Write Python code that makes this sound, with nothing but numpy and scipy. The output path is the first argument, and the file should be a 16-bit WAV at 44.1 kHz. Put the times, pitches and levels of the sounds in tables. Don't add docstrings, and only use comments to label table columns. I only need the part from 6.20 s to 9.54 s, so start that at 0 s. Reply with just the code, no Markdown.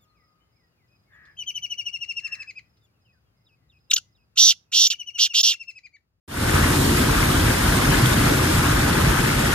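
import sys
import numpy as np
from scipy import signal
from scipy.fft import rfft, irfft, next_fast_len
from scipy.io import wavfile
from scipy.ndimage import uniform_filter1d

SR = 44100
rng = np.random.default_rng(int(sys.argv[2]) if len(sys.argv) > 2 else 0)


def pcm_store(signal):
    levels = np.round(np.clip(np.atleast_2d(signal), -1, 1) * 32767)
    wavfile.write(sys.argv[1], SR, levels.astype(np.int16).T)


N = 147294

# pitch_hz; then for each tone level_db, left_minus_right_db
WHINE_PITCHES = [4987, 5091, 5993]
WHINE_LEVELS = [(-50, 6.5), (-55, -8.5), (-59, 4.5)]
# time_s, level_db (before steady and fuzzy parts are mixed)
DRONE_LEVELS = [(.3, -26), (.6, -25.5), (.85, -31), (1.0, -30), (1.2, -25), (1.45, -26), (1.6, -33),
                (2.2, -32), (2.36, -24), (2.6, -29), (3.0, -33), (3.34, -30)]
# start_s, level_db (pop peak over the uncoloured rush), pop_pitch_hz
SPLASHES = [(0.2956, 4, 2000), (0.6939, 4, 2000), (1.0286, 5.5, 2200), (1.4372, -2, 2200),
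            (1.8592, 6.5, 3420), (2.0985, -1, 2200), (2.8595, 1, 2200), (2.9902, 6.5, 2200),
            (3.102, 6, 2220)]
# time_s, deep_churn_db, upper_churn_db, rush_db, spray_db
FLOW_LEVELS = [(.1, -22, -26, -28, -31), (.25, -21, -24, -26.5, -29.5), (0.399, -21, -25.5, -24.5, -30),
               (.6, -22, -23, -31, -29.5), (.9, -22.5, -25.5, -26.5, -30.5), (1.15, -19.5, -25.5, -27, -30),
               (1.4, -23, -27, -27, -30), (1.7, -21, -24.5, -27, -30), (1.87, -19.5, -27, -25.5, -29),
               (2.1, -20, -24, -27.5, -30.5), (2.31, -23.5, -25.5, -27.5, -30),
               (2.37, -17.5, -28, -27, -30), (2.43, -21, -27.5, -26.5, -30.5), (2.7, -22, -26, -27, -31),
               (3.0, -20, -27, -26, -31), (3.25, -23, -26.5, -28, -31), (3.34, -23, -29, -26, -30.5)]
FLOW_BANDS = [120, 300, 1300, 5000]
# frequency_hz, density_db_per_hz (overall level is set later)
BASIN_COLOUR = [(20,-79), (27,-54), (35,-50), (47,-41), (58,-43), (70,-46), (110,-42), (140,-41),
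                (165,-44.5), (190,-48), (255,-46), (275,-48), (294,-44.5), (330,-51), (358,-47.5),
                (390,-53.5), (500,-54.5), (650,-54), (780,-58.5), (1000,-58.5), (1250,-56.5), (1500,-56),
                (1800,-59), (2200,-61), (2800,-64.5), (3600,-65.5), (5000,-68), (6500,-70), (8500,-69.5),
                (10500,-70.5), (12000,-72), (14200,-74)]
# frequency_hz, likeness (0-1), right_lead_rad, left_minus_right_db
PORTS = [(30, .998, 0, 0), (70, .993, 0, .1), (170, .975, -.1, 0), (300, .9, 0, 1.4), (390, .64, .4, 1.3),
         (470, .38, 1.5, 1.5), (600, .66, 2.9, -1.1), (690, .5, 3.2, -3.1), (780, .3, 4.9, -1.0),
         (1000, .54, 6.4, 1.7), (1150, .5, 6.8, 1.3), (1600, .64, 6.4, 5.3), (1900, .4, 8.2, 6.3),
         (2300, .55, 9.2, 3.2), (2700, .46, 10.5, .8), (3200, .3, 11.8, .5), (3600, .45, 12.3, -1.9),
         (4000, .2, 14.0, -2.3), (5000, .18, 16.0, -3.3), (6500, .16, 18.0, -2.9), (8000, .16, 22.0, 1.0),
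         (10000, .1, 26.0, 2.4), (12500, .1, 30.0, .6), (14300, .1, 33.0, .2)]

DRONE_HZ, DRONE_WIDTH_HZ, DRONE_FUZZ = 84.4, 6, .25
EDGE_HZ = 14270

BUBBLE_SHARE, BUBBLES_PER_S, BUBBLE_SPREAD_DB = 0.36, 9000, 2.5
BUBBLE_LOW_HZ, BUBBLE_CYCLES, BUBBLE_RISE = 803, 8.8, .1
SMALL_BUBBLE_BIAS = .8

SPRAY_DECAY_S, SPRAY_RISE_S, POP_DECAY_S = .018, .004, .0005
SPRAY_DB = -6

PATCH_DB, RIPPLE_DB, SWELL_DB, GUST_DB = 0.62, 1.07, 0.17, 0.61
MIST_HZ, MIST_FADE_DB_PER_S = 7000, 0.77
FRAME, HOP = 512, 128
WATER_DB = -17.5

START_S, FADE_S, FADE_LEAD_S, FADE_POWER = 0.077, 0.32, 0.02, 1.02


def gain_of(db):
    return 10 ** (np.asarray(db) / 20)


def evened(x):
    return x / np.sqrt(np.mean(abs(x) ** 2) + 1e-20)


def read(points, hz, column=1):
    points = np.array(points)
    return np.interp(np.log(hz + 1), np.log(points[:, 0] + 1), points[:, column])


def resonate(x, hz, width):
    turn = np.exp(2j * np.pi * np.cumsum(hz * np.ones(len(x))) / SR)
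    pole = np.exp(-np.pi * width / SR)
    smooth = signal.lfilter([1 - pole], [1, -pole], x / turn)
    return 2 * (turn * smooth).real


def drifting(noise, frames):
    return evened(uniform_filter1d(noise, size=frames, axis=-1))


def whine():
    t = np.arange(N) / SR
    out = np.zeros((2, N))
    for hz, (db, pan_db) in zip(WHINE_PITCHES, WHINE_LEVELS):
        ports = gain_of([[db + pan_db / 2], [db - pan_db / 2]])
        out += ports * np.sin(2 * np.pi * (hz * t + rng.random()))
    return out


def drone():
    s, db = np.transpose(DRONE_LEVELS)
    t = np.arange(N) / SR
    fuzzy = evened(resonate(rng.standard_normal(N), DRONE_HZ, DRONE_WIDTH_HZ))
    steady = np.sqrt(2) * np.sin(2 * np.pi * (DRONE_HZ * t + rng.random()))
    return gain_of(np.interp(t, s, db)) * ((1 - DRONE_FUZZ) * steady + DRONE_FUZZ * fuzzy)


def splashes():
    out, t = np.zeros(N + SR), np.arange(SR // 10) / SR
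    for s, db, hz in SPLASHES:
        bright = np.diff(rng.standard_normal(len(t) + 1))
        spray = gain_of(SPRAY_DB) * evened(bright + rng.standard_normal(len(t)))
        spray *= (1 - np.exp(-t / SPRAY_RISE_S)) * np.exp(-t / SPRAY_DECAY_S)
        pop = np.sin(2 * np.pi * hz * t) * t / POP_DECAY_S * np.exp(1 - t / POP_DECAY_S)
        out[round(s * SR):][:len(t)] += gain_of(db) * (spray + pop)
    return out[:N]


def bubbles():
    boost_db = BUBBLE_SPREAD_DB * np.minimum(rng.exponential(1, N), 5)
    size = gain_of(boost_db) * (rng.random(N) < BUBBLES_PER_S / SR)
    pitches = np.geomspace(BUBBLE_LOW_HZ, EDGE_HZ, num=30)
    odds = pitches ** SMALL_BUBBLE_BIAS
    odds /= np.sum(odds)
    kind = np.searchsorted(np.cumsum(odds), rng.random(N))
    out = np.zeros(N)
    for k, hz in enumerate(pitches):
        cycles = np.arange(0, 3 * BUBBLE_CYCLES, hz / SR)
        age = cycles / BUBBLE_CYCLES
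        envelope = (1 - np.exp(-2 * cycles)) * np.exp(-2 * age)
        chirp = envelope * np.sin(2 * np.pi * cycles * (1 + BUBBLE_RISE * age))
        chirp *= np.sqrt(hz / odds[k]) / np.linalg.norm(chirp)
        out += signal.oaconvolve(size * (kind == k), chirp)[:N]
    return evened(out)


def unrest(frames, hz):
    t, flow = np.arange(frames) * HOP / SR, np.array(FLOW_LEVELS)
    levels = np.array([np.interp(t, flow[:, 0], c) for c in flow[:, 1:].T])
    levels -= levels.mean(axis=1, keepdims=True)
    blend = np.array([np.interp(np.log(hz + 1), np.log(FLOW_BANDS), e) for e in np.eye(len(FLOW_BANDS))])
    field = blend.T @ levels

    for db, bins, span in [(PATCH_DB, 8, 14), (RIPPLE_DB, 2, 10)]:
        noise = rng.standard_normal((len(hz), frames))
        field += db * drifting(uniform_filter1d(noise, size=bins, axis=0), span)

    field += SWELL_DB * drifting(rng.standard_normal(frames), 40)
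    treble = (1 - blend[0] - blend[1])[:, None]
    field += GUST_DB * treble * drifting(rng.standard_normal(frames), 8)
    mist = hz ** 2 / (hz ** 2 + MIST_HZ ** 2)
    return field - MIST_FADE_DB_PER_S * np.outer(mist, t - t.mean())


def rush():
    share = np.clip(BUBBLE_SHARE, 0, 1)
    return np.sqrt(1 - share) * rng.standard_normal(N) + np.sqrt(share) * bubbles()


def water():
    near, far = rush() + splashes(), rush()
    hz, _, z = signal.stft(np.array([near, far]), SR, nperseg=FRAME, noverlap=FRAME - HOP)
    z = z * gain_of(unrest(z.shape[2], hz))
    moving = signal.istft(z, SR, nperseg=FRAME, noverlap=FRAME - HOP)[1][:, :N]

    size = next_fast_len(N + 8192)
    near, far = rfft(moving, size)
    hz = np.fft.rfftfreq(size, 1 / SR)
    like = np.clip(read(PORTS, hz), 0, 1)
    lead, tilt = read(PORTS, hz, column=2), gain_of(read(PORTS, hz, column=3))
    right = (like * near + np.sqrt(1 - like ** 2) * far) * np.exp(1j * lead)
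    colour = gain_of(read(BASIN_COLOUR, hz)) / np.sqrt((1 + tilt ** 2) / 2)
    pair = np.array([near * tilt, right]) * colour
    return gain_of(WATER_DB) * evened(irfft(pair, size)[:, :N])


def scene():
    return whine() + drone() + water()


def record(dry):
    t = np.arange(N) / SR
    fade = np.clip((t - START_S + FADE_LEAD_S) / FADE_S, 0, 1) ** FADE_POWER
    fade *= np.clip((t - START_S) / .003, 0, 1)
    lowpass = signal.firwin(2047, EDGE_HZ, window=("kaiser", 10), fs=SR)
    return signal.oaconvolve(dry * fade, lowpass[None], "same")


dry = scene()
out = record(dry)
pcm_store(out)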